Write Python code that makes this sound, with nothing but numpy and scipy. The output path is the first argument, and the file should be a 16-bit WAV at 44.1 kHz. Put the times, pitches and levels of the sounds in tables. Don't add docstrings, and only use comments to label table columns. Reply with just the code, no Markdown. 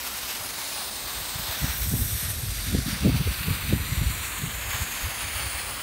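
import sys
import numpy as np
from scipy import signal
from scipy.fft import rfft, irfft, next_fast_len
from scipy.io import wavfile
from scipy.ndimage import uniform_filter1d, map_coordinates

SR = 44100
rng = np.random.default_rng(int(sys.argv[2]) if len(sys.argv) > 2 else 0)


def transcribe(signal):
    frames = np.atleast_2d(signal).T
    limited = np.clip(frames, -1, 1)
    pcm = np.round(limited * 32767).astype(np.int16)
    wavfile.write(sys.argv[1], SR, pcm)


def makeup_ratio(level_db):
    decades = np.asarray(level_db, float) / 20
    return 10 ** decades


N = 256662

# t/s, level/dB
JET_STRENGTH = [(0, -33), (.45, -32.5), (.75, -31), (.9, -33), (1.5, -30.5), (1.65, -30), (2.3, -31.5),
                (2.36, -34), (2.6, -32.5), (3.1, -34), (3.5, -31), (3.85, -33), (4.25, -31.5), (4.6, -33),
                (4.72, -29), (5.15, -32), (5.35, -31), (5.82, -32)]
# t/s, swell/dB (below 0 = dip), length/ms
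SPUTTERS = [(.07, 3, 9.2), (.3, 3.5, 23), (.54, .5, 9.1), (.76, 0, 12), (1.34, 0, 15), (1.66, 0.5, 35),
            (2.25, 2, 40), (2.84, 0, 25), (2.91, 4.5, 29), (3.17, 2.5, 13), (3.33, 2, 19), (3.73, 1, 20),
            (4.07, -1, 14), (4.25, 1.5, 15), (4.67, -0.5, 16), (4.735, -1, 15), (4.86, -3, 18),
            (5.14, -1.5, 15), (5.22, 2.5, 9.8), (5.37, 1.5, 43), (5.6, 1, 19)]
# f/Hz, level per Hz/dB
JET_COLOUR = [(150, -33), (350, -16.5), (600, -3), (1000, 1.5), (2000, -1), (4000, -3), (11000, -5),
              (15700, -5.5)]
# start/s, end/s, first delay/ms, ripple/dB (below 0 = inverted)
STONE_FACES = [(-0.1, 0.44, 0.11, -2.0), (0.3, 1.6, 0.633, -0.5), (0.39, 0.95, 0.182, 1.5),
               (0.44, 0.91, 0.135, -1.0), (0.44, 2.95, 0.503, 0.7), (0.49, 2.81, 0.156, -0.5),
               (0.49, 3.0, 0.084, -1.6), (0.77, 1.6, 0.226, 1.5), (0.86, 2.35, 0.412, -0.5),
               (1.51, 3.0, 0.493, 1.1), (1.51, 3.83, 0.933, -0.4), (1.65, 2.48, 0.075, 1.0),
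               (1.74, 2.58, 0.037, -3.5), (1.88, 2.16, 0.044, -1.4), (2.39, 3.69, 0.802, 0.5),
               (2.58, 2.86, 0.054, -1.7), (2.9, 3.18, 0.025, 1.4), (2.9, 4.57, 0.477, 0.5),
               (3.0, 4.11, 0.11, -1.4), (3.0, 4.39, 0.582, -1.0), (3.0, 5.04, 0.166, -2.7),
               (3.13, 4.44, 0.261, -0.8), (3.32, 5.36, 0.341, -0.9), (4.06, 4.9, 0.156, -1.0),
               (4.44, 5.55, 0.059, 0.9), (4.53, 5.64, 0.429, 1.1), (4.9, 5.18, 0.132, -1.3),
               (5.04, 5.41, 0.215, -1.0), (5.09, 5.9, 0.028, 1.6), (5.18, 5.9, 0.15, -2.6)]
# start/s, end/s, first f/Hz, last f/Hz, level/dB
HOLLOWS = [(-0.1, 0.44, 8190.0, 8190.0, 5.6), (-0.1, 1.37, 9840.0, 8860.0, 4.5),
           (0.26, 2.76, 10390.0, 10390.0, -4.5), (0.3, 0.95, 15000.0, 14550.0, -8.6),
           (0.35, 1.56, 5660.0, 5660.0, -4.1), (1.37, 3.88, 7530.0, 7530.0, -3.9),
           (1.6, 3.0, 8310.0, 8870.0, 5.3), (1.8, 2.95, 650.0, 800.0, -4.0),
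           (2.11, 2.39, 15440.0, 15560.0, -7.3), (2.35, 2.9, 9820.0, 10040.0, -6.5),
           (2.35, 2.9, 13420.0, 13250.0, -8.8), (2.35, 3.37, 4560.0, 4560.0, 3.2),
           (2.9, 5.04, 11250.0, 12100.0, -2.7), (3.05, 4.2, 6850.0, 6450.0, -4.5),
           (3.3, 4.5, 800.0, 600.0, -3.0), (3.37, 3.92, 10930.0, 10210.0, -6.0),
           (3.4, 4.6, 5650.0, 4900.0, -6.3), (3.74, 5.5, 7210.0, 5970.0, 3.0),
           (3.83, 4.48, 14950.0, 14100.0, -5.9), (4.25, 5.9, 12540.0, 10540.0, -4.1),
           (4.3, 5.9, 5950.0, 5760.0, -5.5), (5.09, 5.9, 4060.0, 3580.0, -3.9),
           (5.2, 5.9, 9550.0, 9700.0, 5.5), (5.55, 5.9, 13930.0, 13620.0, -6.7)]
# f/Hz, level per Hz/dB
AIR_COLOUR = [(40, -26), (100, -18.5), (200, -2), (400, -5), (800, -7.5), (2000, -47)]
# t/s, level/dB
WIND_STRENGTH = [(0, -50), (1.1, -47.5), (1.6, -42), (1.85, -31), (2.22, -35), (2.6, -33.5), (2.75, -29),
                 (2.95, -37), (3.11, -27), (3.4, -39), (3.76, -26), (3.89, -37), (4.07, -27.5), (4.3, -40),
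                 (4.75, -39.5), (4.93, -45), (5.25, -38.5), (5.82, -42)]
# f/Hz, level per Hz/dB
RUMBLE_COLOUR = [(15, -50), (30, -23), (50, 3), (70, -1), (110, -5), (160, -13.5), (300, -52), (600, -120)]
# f/Hz, level per Hz/dB
FLUTTER_COLOUR = [(50, -51), (100, -1.5), (150, 8), (250, 2), (400, -19), (700, -37), (1500, -120)]
# t/s, peak level/dB, swing f/Hz, spread/ms
BIG_EDDIES = [(1.36, -25.5, 107, 3.6), (1.628, -22, 61, 10), (1.645, -15.5, 118, 3.1),
              (1.888, -23.5, 93, 17.3), (1.94, -18, 196, 1.5), (1.949, -17.5, 109, 12.4),
              (2.02, -17, 74, 8), (2.059, -23, 128, 4), (2.302, -21.5, 73, 8.6), (2.44, -24, 119, 8.2),
              (2.727, -21, 143, 9), (2.75, -11, 160, 1.3), (2.789, -14, 109, 2.7), (2.889, -23.5, 190, 5.8),
              (2.932, -20, 173, 3.5), (3.061, -13, 202, 8.1), (3.095, -13.5, 230, 3.2),
              (3.145, -20.5, 133, 11), (3.207, -18, 139, 8.7), (3.283, -18, 81, 18), (3.485, -16, 136, 2.4),
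              (3.511, -15.5, 105, 5.8), (3.704, -25, 99, 14), (3.736, -9.5, 105, 2.6),
              (3.816, -22.5, 76.6, 14), (3.924, -17.5, 88, 5.8), (4.02, -18, 130, 3.7),
              (4.44, -20.5, 137, 5.8), (4.823, -20, 72.4, 9), (5.049, -21.5, 61, 21)]
# t/s, peak level/dB, swing f/Hz
PUFFS = [(0.409, -37, 111), (1.397, -30, 132), (1.499, -28, 80.5), (1.703, -21, 61.4), (2.121, -26, 82),
         (2.237, -27, 106), (2.399, -34, 81), (2.492, -22.5, 80), (2.6, -40, 80), (2.766, -27, 320),
         (2.867, -23, 143), (3.042, -24, 157), (3.078, -19.5, 250), (3.275, -24, 298), (3.318, -23.5, 119),
         (3.41, -25.5, 118), (3.448, -28, 142), (3.6, -28, 90), (3.727, -20.5, 330), (3.98, -19.5, 81),
         (4.07, -20.5, 91), (4.111, -22, 91), (4.207, -30, 81), (4.42, -26, 157), (4.481, -28, 81),
         (4.684, -26, 72.4), (4.748, -24, 80), (5.243, -32, 67), (5.36, -24.5, 69), (5.556, -27, 55)]
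# t/s, lowest f/Hz, highest f/Hz
WIDE_MOMENTS = [(.137, 11000, 13900), (.137, 14400, 15800), (.16, 12300, 13900), (.393, 8200, 9700),
                (.741, 4100, 5300), (.741, 9000, 11000), (1.136, 9000, 11000), (1.461, 8200, 9700),
                (1.461, 11000, 13200), (3.04, 6300, 7600), (4.085, 5200, 6300), (4.085, 7000, 9000),
                (4.549, 5700, 7000), (5.153, 8300, 11000), (5.246, 5200, 6300), (5.246, 14400, 15800),
                (5.431, 5700, 7000)]

CREEP_MS_PER_S = 0.02
HOLLOW_WIDTH_HZ = 230
FLUTTER_DB, FLUTTER_GROWS, CALM_DB = -19.5, 1.16, -37
WAKE_DB, WAKE_S, WAKE_DB_PER_OCT = -25.5, 0.035, 6.5
PUFF_CYCLES = 0.58
EDGE_DB, EDGE_DB_PER_OCT, EDGE_GROWS = -26, 11, 0.97


def unit(x):
    return x / np.sqrt(np.mean(x ** 2) + 1e-20)


def bump(t, middle, spread):
    return np.exp(-0.5 * ((t - middle) / spread) ** 2)


def along(points, hz):
    f, level = np.transpose(points)
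    return np.interp(np.log(hz + 1), np.log(f + 1), level)


def curve(rows):
    s, level = np.transpose(rows)
    return np.interp(np.arange(N) / SR, s, level)


def wobble(rate):
    knots = rng.standard_normal(N // 200)
    return map_coordinates(knots, [np.arange(N) * min(rate, 200) / SR])


def patches(shape, bins, frames):
    field = uniform_filter1d(rng.standard_normal(shape), size=bins, axis=0)
    return unit(uniform_filter1d(field, size=frames, axis=1))


def filtered(x, response):
    m = next_fast_len(N + 8192)
    return irfft(rfft(x, m) * response(np.fft.rfftfreq(m, 1 / SR)), m)[:N]


def noise(colour):
    return unit(filtered(rng.standard_normal(N), lambda hz: makeup_ratio(along(colour, hz))))


def stones(hz, t, edge_s=0.035):
    def near(start, end):
        return (1 + np.tanh((t - start) / edge_s)) * (1 + np.tanh((end - t) / edge_s)) / 4

    faces_db = 0
    for start, end, first_ms, db in STONE_FACES:
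        delay_ms = first_ms + CREEP_MS_PER_S * (t - max(start, 0))
        faces_db = faces_db + db * near(start, end) * np.cos(2 * np.pi * hz * delay_ms / 1000)
    hollows_db = 0
    for start, end, first_hz, last_hz, db in HOLLOWS:
        centre_hz = np.interp(t, [start, end], [first_hz, last_hz])
        shape = bump(hz, centre_hz, HOLLOW_WIDTH_HZ)
        core = 0.17 * (db < 0) * bump(hz, centre_hz, HOLLOW_WIDTH_HZ / 3)
        hollows_db = hollows_db + db * near(start, end) * shape + core * near(start, end) * db
    return 1.03 * faces_db + 1.18 * hollows_db


def fuse(grit_db=0.7, dance_db=0.73, flicker_db=0.22):
    hz, t, z = signal.stft(rng.standard_normal(N), SR, nperseg=512)
    patchy_db = grit_db * patches(z.shape, 2, 30) + dance_db * patches(z.shape, 40, 9)
    gain = makeup_ratio(along(JET_COLOUR, hz)[:, None] + stones(hz[:, None], t[None]))
    gain = gain / np.sqrt(np.mean(gain ** 2, axis=0))
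    hiss = unit(signal.istft(z * gain * makeup_ratio(patchy_db), SR, nperseg=512)[1][:N])
    now = np.arange(N) / SR
    swell_db = sum(db * bump(now, s, ms / 1000) for s, db, ms in SPUTTERS)
    unsteady_db = flicker_db * wobble(16) + 0.62 * wobble(60) + 0.41 * wobble(150)
    return hiss * makeup_ratio(curve(JET_STRENGTH) + swell_db + unsteady_db)


def distant_air():
    return makeup_ratio(-49) * noise(AIR_COLOUR)


def wind():
    strength_db, now = curve(WIND_STRENGTH), np.arange(N) / SR
    wake = 0
    for s, db, hz, ms in BIG_EDDIES:
        wake_db = db + WAKE_DB + WAKE_DB_PER_OCT * np.log2(hz / 100)
        wake = wake + makeup_ratio(wake_db) * bump(now, s, WAKE_S)
    lumps = wobble(24)
    rumble = makeup_ratio(strength_db - 1) * unit(makeup_ratio(3.4 * lumps) * noise(RUMBLE_COLOUR))
    steady = makeup_ratio(CALM_DB + FLUTTER_DB + FLUTTER_GROWS * (strength_db - CALM_DB))
    flutter = unit(makeup_ratio(0.75 * lumps + 2.7 * wobble(40)) * noise(FLUTTER_COLOUR))
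    return rumble + (steady + wake) * flutter


def thumps(sweep=0.55):
    half = SR // 8
    out, t = np.zeros(N + SR), np.arange(-half, half) / SR
    edges = noise([(150, -38), (260, 1.5), (320, -3.5), (450, -11.5), (750, -24.5), (1300, -40)])
    eddies = BIG_EDDIES + [(s, db, hz, 1000 * PUFF_CYCLES / hz) for s, db, hz in PUFFS]
    chances = rng.uniform(-1.13, 1, (len(eddies), 2))
    for (s, db, hz, ms), (turn, bend) in zip(eddies, chances):
        spread = max(ms, 1.5) / 1000
        bent_t = t + sweep * bend * t ** 2 / spread / 2
        swing = bump(t, 0, spread) * np.cos(np.pi * turn + 2 * np.pi * hz * bent_t)
        slow = min(65 / hz, 1)
        shove = (1 - slow) * bump(t, 0, 0.0084) * np.cos(np.pi * turn + 2 * np.pi * 65 * t)
        start = round(s * SR) - half
        edge = edges[start:][:len(t)] * bump(t, 0, spread + 0.0017)
        edge_db = EDGE_DB + EDGE_DB_PER_OCT * np.log2(hz / 100) + EDGE_GROWS * (db + 19.5)
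        out[start:][:len(t)] += makeup_ratio(db) * (swing + makeup_ratio(-6.5) * shove + makeup_ratio(edge_db) * edge)
    return filtered(out[:N], lambda hz: hz ** 2 / (hz ** 2 + 40 ** 2))


def scene():
    mono = fuse() + distant_air() + wind() + thumps()
    return np.tile(mono, (2, 1))


def top_cut(x):
    return signal.sosfilt(signal.butter(12, 16780, fs=SR, output="sos"), x)


def record(dry):
    mono = filtered(dry[0], lambda hz: hz < 15730)
    other = np.roll(mono, 4000)
    side = np.zeros(N)
    for s, low_hz, high_hz in WIDE_MOMENTS:
        fade = np.cos(np.pi / 2 * np.clip((np.arange(N) - s * SR) / 960, -1, 1)) ** 1.3
        side += fade * filtered(other, lambda hz: (hz > low_hz) & (hz < high_hz))
    side = makeup_ratio(-3.5) * side
    return top_cut(np.array([mono + side, mono - side]))


dry = scene()
out = record(dry)
transcribe(out)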